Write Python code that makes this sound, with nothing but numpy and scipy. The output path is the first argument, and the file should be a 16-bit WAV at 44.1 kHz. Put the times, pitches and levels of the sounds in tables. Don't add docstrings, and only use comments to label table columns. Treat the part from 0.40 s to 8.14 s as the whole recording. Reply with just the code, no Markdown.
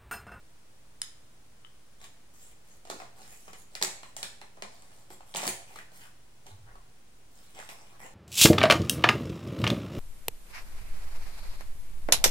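import sys
import numpy as np
from scipy import signal
from scipy.fft import rfft, irfft
from scipy.io import wavfile
from scipy.ndimage import uniform_filter1d

SR = 44100
rng = np.random.default_rng(int(sys.argv[2]) if len(sys.argv) > 2 else 0)


def wav_record(signal):
    frames = np.transpose(np.atleast_2d(signal))
    bounded = np.clip(frames, -1, 1)
    quanta = np.round(bounded * 32767).astype(np.int16)
    wavfile.write(sys.argv[1], SR, quanta)


N = 341334
BAND_LIMIT_HZ = 15950


def amp(db):
    return 10 ** (np.asarray(db) / 20)


def unit_rms(x):
    return x / np.sqrt(np.mean(x ** 2) + 1e-30)


def unit_hit(x):
    return x / np.sqrt(np.sum(x ** 2) / 2 / (SR / 1000) + 1e-30)


def curve_at(points, hz):
    f, value = np.transpose(points)
    return np.interp(np.log(hz + 1), np.log(f + 1), value)


def wander(position, knots):
    return np.interp(position, np.arange(knots), rng.standard_normal(knots))


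def add(mix, s, sound):
    part = mix[:, max(round(s * SR), 0):][:, :sound.shape[1]]
    part += sound[:, :part.shape[1]]


def causal(log_gain):
    circle = np.r_[log_gain, log_gain[-2:0:-1]]
    return np.exp(np.conj(signal.hilbert(circle)))[:len(log_gain)]


def eq(x, points, size=1024):
    hz = np.fft.rfftfreq(size, 1 / SR) + 1
    octaves_out = np.maximum(np.log2(points[0][0] / hz), 0) + np.maximum(np.log2(hz / points[-1][0]), 0)
    gain = amp(curve_at(points, hz) - 20 * np.minimum(octaves_out, 2))
    return signal.fftconvolve(x, irfft(causal(np.log(gain)))[None], axes=1)


def bursts(envelope, count=3):
    spectra = rfft(envelope * rng.standard_normal((count, len(envelope))))
    powers = uniform_filter1d(np.abs(spectra) ** 2, 9, axis=1)
    flatten = np.array([causal(-.42 * np.log(p / p.mean() + 1e-4)) for p in powers])
    return irfft(spectra * flatten)


def diffuse(x, spacing_m=.13, sound_m_per_s=343):
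    left, other = rfft(x)
    hz = np.fft.rfftfreq(x.shape[1], 1 / SR)
    likeness = .97 * np.sinc(2 * hz * spacing_m / sound_m_per_s)
    likeness *= np.abs(likeness)
    right = likeness * left + np.sqrt(1 - likeness ** 2) * other
    return irfft(np.array([left, right]), x.shape[1])


# (frequency [Hz], level [dB])
AIR_EQ = [(10, -8), (22, -18), (32, -6), (52, -8), (76, -16), (105, -11), (131, -17), (160, -14.5),
          (300, -19), (480, -20), (1200, -23.5), (4300, -29), (10000, -29.5), (11500, -38.5),
          (16000, -35.5)]
def air(level_db=-60.82):
    noise = rfft(rng.standard_normal((2, N))) * amp(curve_at(AIR_EQ, np.fft.rfftfreq(N, 1 / SR)))
    return amp(level_db) * unit_rms(diffuse(irfft(noise, N)))


def hum(hz=126.4, level_db=-72, waver_db=3, waver_s=0.18):
    t = np.arange(N) / SR
    waver = amp(waver_db * wander(t / waver_s, knots=80))
    return amp(level_db) * unit_rms(waver * np.sin(2 * np.pi * hz * t))


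# (frequency [Hz], t60 [s])
ROOM_T60 = [(200, 0.2), (550, 0.61), (1400, 0.5), (3700, 0.5039), (9000, 0.436), (15000, 0.29)]
# (frequency [Hz], level [dB])
ROOM_EQ = [(100, 17), (400, 1), (1500, 5.5), (4000, 4), (9000, 4), (15000, 2)]
def kitchen_reverb(send, wall_s=0.0075, near_db=-7, echo_db=4, echo_s=0.035):
    t = np.arange(SR * 2 // 3) / SR
    wall_echoes = 1 + (amp(echo_db) - 1) * np.exp(-abs(t - wall_s) / echo_s)
    arrival = np.where(t < wall_s, amp(near_db) * (t > .002), wall_echoes)
    density = np.minimum(.12 + 4 * t, 1)
    echoes = rng.choice([-1, 1], (2, len(t))) * (rng.random((2, len(t))) < density) / np.sqrt(density)
    hz, age, bands = signal.stft(diffuse(echoes), SR, nperseg=256)
    bands *= amp(curve_at(ROOM_EQ, hz)[:, None] - 60 * age / curve_at(ROOM_T60, hz)[:, None])
    tail = signal.istft(bands, SR, nperseg=256)[1][:, :len(t)] * arrival
    return signal.fftconvolve(send, tail / np.linalg.norm(tail) * np.sqrt(2), axes=1)[:, :N]


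# (time [s], length [s], pitch [Hz], level [dB])
ARM_BUMPS = [(6.105, .075, 107, -53), (6.17, .17, 106, -59.5), (6.18, .33, 31, -58.5)]
def arm_bumps(pitch_waver=0.16):
    out = np.zeros((2, N))
    for s, length, hz, db in ARM_BUMPS:
        progress = np.linspace(0, 1, round(length * SR))
        pitch = hz * (1 + pitch_waver * wander(5 * progress, knots=6))
        swing = np.sin(2 * np.pi * np.cumsum(pitch) / SR) * np.sin(np.pi * progress)
        add(out, s, amp(db) * unit_rms(swing)[None])
    return out


# (pitch [Hz], level [dB], t60 [s])
CLACK_MODES = [(1280, -18, 0.021), (1710, -12.5, 0.0055), (3070, -16.5, 0.019), (3530, -6.5, 0.016),
               (3770, -10, 0.012), (5110, -3.5, 0.017), (5210, -1.5, 0.009), (6000, -8.5, 0.0092),
               (6760, -4, 0.01), (7630, -7, .007), (8200, -3, 0.0065), (8500, -12, 0.0089),
               (9770, 8, 0.0066), (9930, 1.5, 0.0093), (11600, -15, .005), (13150, -13, .006),
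               (15100, -16, .006)]
# (frequency [Hz], level [dB])
CLICK_EQ = [(300, -6), (800, -5), (1300, 0), (2600, 2), (3400, -1), (4300, -2), (9000, 0), (14000, -19)]
# (frequency [Hz], level [dB])
TAP_SEND_EQ = [(800, 0), (2500, 3), (3400, 2.5), (5100, -4), (6800, 1), (9900, -7), (13000, 4)]
# (time [s], level [dB], roll-off [Hz], room send [gain], spot pitch [Hz], spot boost [dB])
TAPS = [(0.6172, -19.5, 16100, 0.49, 9800, 2), (1.2476, -41, 3360, 0.35, 3020, 9)]
def taps(click_db=-14, spot_width_hz=250, rise_s=.00013, chatter_s=.00025, bounce_s=.001, bounce=.35):
    t = np.arange(4096) / SR
    touches = np.zeros((1, len(t)))
    touches[0, [0, round(bounce_s * SR)]] = 1, bounce
    direct, send = np.zeros((2, 2, N))
    for s, db, rolloff_hz, send_gain, spot_hz, spot_db in TAPS:
        ring = np.zeros((2, len(t)))
        for hz, mode_db, t60 in CLACK_MODES:
            boost_db = spot_db * np.exp(-((hz - spot_hz) / spot_width_hz) ** 2)
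            envelope = amp(mode_db + boost_db - 60 * t / t60)
            ring += envelope * np.sin(2 * np.pi * (hz * t + rng.random((2, 1))))
        click = eq(bursts(np.exp(-t / chatter_s), count=2), CLICK_EQ)[:, :len(t)]
        touch = unit_hit(ring * (1 - np.exp(-t / rise_s))) + amp(click_db) * unit_hit(click)
        tap = signal.fftconvolve(touches, touch, axes=1)[:, :len(t)]
        tap = amp(db) * unit_hit(signal.lfilter(*signal.butter(8, rolloff_hz, fs=SR), tap))
        add(direct, s, tap * amp([[1.5], [-1.5]]))
        add(send, s, send_gain * eq(tap, TAP_SEND_EQ))
    return direct, send


# (pitch [Hz], level [dB], t60 [s])
HOLLOW_MODES = [(371, 6.5, 0.31), (472, -1, 0.15), (544, -6.5, 0.75), (627, -10, 0.23), (727, -3, 0.15)]
# (time [s], level [dB])
TUGS = [(2.504, -62), (3.425, -48), (4.7, -59), (5.072, -47.5)]
def tug_rings(rise_s=0.0079):
    t, out = np.arange(SR // 2) / SR, np.zeros((2, N))
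    for s, db in TUGS:
        ring = sum(amp(mode_db - 60 * t / t60) * np.sin(2 * np.pi * (hz * t + rng.random()))
                   for hz, mode_db, t60 in HOLLOW_MODES)
        add(out, s, amp(db) * (ring * np.minimum(t / rise_s, 1))[None])
    return out


def from_pouch(waves, lead_samples=10):
    left = waves[0]
    right = np.r_[np.zeros(lead_samples), left[:-lead_samples]]
    scatter = signal.lfilter(*signal.butter(1, 900, "high", fs=SR), waves[1:])
    return np.array([left, right]) + scatter


# (frequency [Hz], level [dB])
BODY_EQ = [(60, -4), (125, -7), (190, 5.5), (300, -4.5), (365, -2), (450, -1), (630, 0.5), (780, 4),
           (1100, -5), (1400, -9), (2000, -29.5)]
WALL_EQ = [(850, -12.5), (1400, -9.5), (1850, -3), (2400, -4), (3000, -7.5), (4200, -16.5)]
CRACK_EQ = [(2100, -21.5), (3250, -1.5), (3900, -1), (4600, -0.5), (5400, 0.5), (6300, -3), (8500, -3.5)]
CRISP_EQ = [(4800, -31), (6500, -1), (7400, 1.5), (8400, -3), (9800, -3), (11500, -8), (13500, -14),
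            (15400, -8)]
VOICE_TILT = [-0.92, -0.026, 0.073, 0.67]
VOICE_PAN = [0.45, -0.69, -1.6, -0.41]
def pouch_voices(sharpness_db):
    return [(voice, amp(tilt * sharpness_db + pan_db * np.array([[.5], [-.5]])))
            for voice, tilt, pan_db in zip((BODY_EQ, WALL_EQ, CRACK_EQ, CRISP_EQ), VOICE_TILT, VOICE_PAN)]


# (time [s], level [dB])
TOP_TREBLE = [(2.5, -1.5), (3.4, -3), (3.8, -2.5), (4.2, -4.5), (5.0, -2), (5.07, 2.5), (7.6, -2)]
def shade_treble(x, shelf_hz=9300):
    top = signal.sosfiltfilt(signal.butter(6, shelf_hz, "high", fs=SR, output="sos"), x)
    gain = amp(np.interp(np.arange(N) / SR, *np.transpose(TOP_TREBLE)))
    return x + (gain - 1) * top


def wall_flex(x, depth_db=4.5, patch_cells=9):
    bands = signal.stft(x, nperseg=512)[2]
    patches = uniform_filter1d(rng.standard_normal(bands.shape[1:]), patch_cells, axis=0)
    patches = unit_rms(uniform_filter1d(patches, patch_cells, axis=1))
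    return signal.istft(bands * unit_rms(amp(depth_db * patches)), nperseg=512)[1][:, :N]


# (start [s], end [s], level [dB], sharpness [dB], wall rasp [dB])
STROKES = [(1.599, 1.672, -62.5, 0, -11), (1.936, 2.124, -64.5, 4.5, 1), (2, 2.053, -66, 9, -7),
           (2.246, 2.375, -66.5, 2, -1.5), (2.484, 2.661, -61.5, -1, -20), (2.761, 2.878, -58.5, -1, -7),
           (2.868, 2.979, -61, 7.5, -1), (2.974, 3.122, -63, 5.5, -2), (3.148, 3.234, -64, 8, -18),
           (3.302, 3.367, -66, 0.5, -8), (3.641, 3.709, -71, 8, 4), (3.77, 3.822, -55, 0, -3),
           (4.301, 4.634, -65, 1.5, -4), (4.7, 4.748, -56.5, 2.5, -6), (4.864, 4.93, -62.5, 3.5, -1),
           (4.962, 5.003, -47.5, -0.5, 7), (5.001, 5.068, -45.5, -1, 2), (5.276, 5.424, -61, -0.5, 6),
           (5.525, 5.674, -59, 2, 0.5), (6.058, 6.123, -64, -7, -2), (6.237, 6.324, -79.5, -13, 12.5),
           (6.914, 7.139, -66, 4.5, 0), (7.14, 7.19, -57, -1.5, 2), (7.189, 7.241, -59, 1, 1),
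           (7.241, 7.289, -63, -0.5, -2), (7.295, 7.336, -56, 3, -2), (7.342, 7.44, -62.5, -3, 0),
           (7.44, 7.583, -66.5, -1, 3), (7.594, 7.689, -58.5, 2, 6), (7.619, 7.668, -57.5, -3.5, 1),
           (7.705, 7.715, -67, -5.5, -3)]
def rubs(creases_per_s=480, crease_s=.00016, slide=.35, catch_s=.018, catch_db=.5, trim_db=-6):
    out = np.zeros((2, N))
    low_cut = signal.butter(2, 245, "high", fs=SR)
    for start, end, db, sharpness_db, rasp_db in STROKES:
        n = max(round((end - start) * SR), 500)
        sizes = amp(3 * np.minimum(rng.exponential(1, n), 4))
        onsets = sizes * (rng.random(n) < creases_per_s / SR)
        creases = signal.lfilter([1], [1, -np.exp(-1 / (crease_s * SR))], onsets)
        grip = amp(catch_db * wander(np.arange(n) / SR / catch_s, knots=200))
        arch = np.abs(np.sin(np.linspace(0, np.pi, n))) ** 0.18
        grains = grip * arch * (slide + creases) * rng.standard_normal((3, n))
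        friction = signal.lfilter(*low_cut, from_pouch(grains))
        for (voice, gain), voice_db in zip(pouch_voices(sharpness_db), (3.5, rasp_db, 1.6, 4.5)):
            add(out, start, amp(db + voice_db + trim_db) * gain * unit_rms(eq(friction, voice)))
    return wall_flex(out)


def crinkles(per_s=130, trim_db=-1, size_db=3, centre_hz=4200, octaves_per_db=.75, cycles=6.6, pool=120):
    t, out = np.arange(400) / SR, np.zeros((2, N))
    for start, end, db, sharpness_db, _ in STROKES:
        creases = np.c_[rng.random(pool), rng.uniform(-1, 1, pool), rng.exponential(1, pool)]
        noises = rng.standard_normal((pool, 3, len(t)))
        count = round(per_s * (end - start))
        for (progress, octave, size), noise in zip(creases[:count], noises):
            hz = np.clip(centre_hz * 2 ** (octaves_per_db * sharpness_db + octave), 500, BAND_LIMIT_HZ * .8)
            tick = signal.lfilter(*signal.iirpeak(hz, 2, fs=SR), noise * np.exp(-t * hz / cycles))
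            gain = amp(db + trim_db + size_db * min(size, 3))
            add(out, start + progress * (end - start), gain * unit_hit(from_pouch(tick)))
    return out


# (frequency [Hz], level [dB])
PANEL_SEND_EQ = [(60, -6.5), (900, -6), (2600, -3), (4400, -9.5), (15000, -17)]
# (time [s], level [dB], sharpness [dB], wall rasp [dB], panel pitch [Hz], drum [dB])
BUCKLES = [(1.614, -48, 3.5, -10, 1860, -50), (1.641, -44.5, 8, 1, 3960, -53),
           (2.4514, -46.5, -3, -6, 670, -47), (2.472, -48.5, -2, -1, 684, -48),
           (2.4997, -31, -0.5, -6, 700, -38.5), (2.511, -45, 9, -6, 423, -40),
           (2.541, -47, 7, -6, 304, -38.5), (2.6002, -45, -7.5, 5, 930, -37),
           (2.618, -47.5, -11, -13, 990, -53), (2.924, -50.5, 6, -1, 587, -48.5),
           (3.079, -48.5, -10, 3, 700, -40), (3.131, -43, -0.5, 1, 800, -44.5),
           (3.3521, -34.5, 7, 0, 4430, -33.5), (3.414, -32, -1.5, -0.5, 414, -33),
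           (3.4251, -24, 17.5, -0.5, 4200, -16), (3.4352, -33.5, -3, -4, 5230, -24),
           (3.4486, -34, 2, -9, 5160, -26), (3.473, -39.5, 2, -5, 4200, -43),
           (3.631, -44.5, -4.5, 4, 1070, -42), (3.7656, -34, 10, -5.5, 820, -36.5),
           (3.8294, -29.5, 8.5, -1.5, 3600, -24.5), (4.014, -43, -4, 2.5, 860, -54),
           (4.17, -55.5, -14.5, 2, 623, -47), (4.2223, -34, -2.5, 0, 2480, -31),
           (4.422, -56, -3, 0, 8000, -49), (4.703, -47.5, -7.5, 1, 397, -50),
           (4.8065, -55.5, -1, 4, 830, -40), (4.9404, -43.5, -1, 4.5, 3170, -36),
           (4.9478, -32, -1, -3, 670, -29), (4.9596, -29.5, 5, -8, 3100, -26.5),
           (4.9678, -32, 18.5, -9, 715, -30), (4.99, -46, 11, -8, 3260, -34), (5.018, -37, 8, 2, 1800, -44),
           (5.03, -40, -5, -5, 596, -33), (5.037, -31.5, -0.5, -5, 840, -38),
           (5.053, -38, 7, -1, 930, -32.5), (5.0673, -31.5, 14, -6, 226, -29.5),
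           (5.073, -37, -6, -2, 550, -31.5), (5.077, -27.5, 13, 1, 4640, -27),
           (5.089, -42, 29, 7, 115, -40), (5.359, -43.5, 2, 1, 990, -36.5), (5.388, -48, 0, 1, 1730, -35),
           (5.402, -61, 1, 0, 1900, -45), (5.518, -54, 0, -7, 606, -50), (6.0654, -46, 3, -1, 850, -47),
           (6.354, -56.5, -12.5, -1, 1030, -44), (7.189, -45, 7, 4.5, 590, -37.5),
           (7.199, -50, -7, 2, 1640, -39), (7.207, -54, -5, -2, 1020, -40), (7.226, -57, -6, 3, 1500, -40),
           (7.2897, -41, 2, 0, 2840, -38), (7.2975, -44, 2, -9, 1720, -43), (7.656, -63, 12, -3, 430, -57),
           (7.664, -53, -6, -15, 7440, -51)]
def panel_drums(t60_at_1khz_s=0.021, damping=0.8):
    t, out = np.arange(6000) / SR, np.zeros((2, N))
    for s, _, _, _, hz, drum_db in BUCKLES:
        t60 = t60_at_1khz_s * (1000 / hz) ** damping
        shudder = from_pouch(bursts(amp(-60 * t / t60)))
        log_width = 0.32 + 110 / hz
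        resonance = signal.butter(2, hz * np.exp(np.array([-.5, .5]) * log_width), "band", fs=SR)
        add(out, s, amp(drum_db) * unit_hit(signal.lfilter(*resonance, shudder)))
    return out, eq(out, PANEL_SEND_EQ)[:, :N]


def fold_colour(x, depth_db=3.5, step_hz=260, full_hz=4000):
    hz = np.fft.rfftfreq(x.shape[1], 1 / SR)
    ripple_db = depth_db * np.minimum(hz / full_hz, 1) * wander(hz / step_hz, knots=200)
    return irfft(rfft(x) * causal(np.log(amp(ripple_db))))


# (level [dB], length [ratio], growth with force [dB per dB])
SNAP_LAYERS = [(1, 1.07, 0.11), (0.65, 1.3, 0.07), (0.5, 0.31, 0.07), (-4, 1.24, 0)]
def snaps(usual_db=-35, usual_s=.0015, halving_db=12, flutter_db=-13, flutter_s=0.0077):
    t, out = np.arange(2048) / SR, np.zeros((2, N))
    flutter = amp(flutter_db) * np.exp(-t / flutter_s)
    for s, db, sharpness_db, rasp_db, hz, _ in BUCKLES:
        force_db = db - usual_db
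        length = usual_s * .5 ** (force_db / halving_db)
        low_cut = signal.butter(2, min(0.35 * hz, 250), "high", fs=SR)
        layers = zip(pouch_voices(sharpness_db), SNAP_LAYERS, (0, rasp_db, 0, 0))
        for (voice, gain), (layer_db, stretch, growth), extra_db in layers:
            age = t / (stretch * length)
            envelope = (1 - np.exp(-age * 3)) * (np.exp(-age * 0.7) + flutter)
            snap = signal.lfilter(*low_cut, from_pouch(fold_colour(bursts(envelope))))
            level = amp(db + layer_db + extra_db + growth * force_db)
            add(out, s, level * gain * unit_hit(eq(snap, voice)))
    return out


def scene(snap_send_db=-1.4, rub_send_db=-1.5):
    tap, tap_send = taps()
    snap = shade_treble(snaps())
    drum, drum_send = panel_drums()
    rub = shade_treble(rubs() + crinkles())
    reverb = kitchen_reverb(tap_send + amp(snap_send_db) * snap + drum_send + amp(rub_send_db) * rub)
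    return tap + snap + drum + rub + reverb + tug_rings() + air() + hum() + arm_bumps()


def record(dry, dc_offset=.0029):
    high_cut = signal.firwin(511, BAND_LIMIT_HZ, window=("kaiser", 9), fs=SR)
    return dc_offset + signal.oaconvolve(dry, high_cut[None], "same")


dry = scene()
out = record(dry)
wav_record(out)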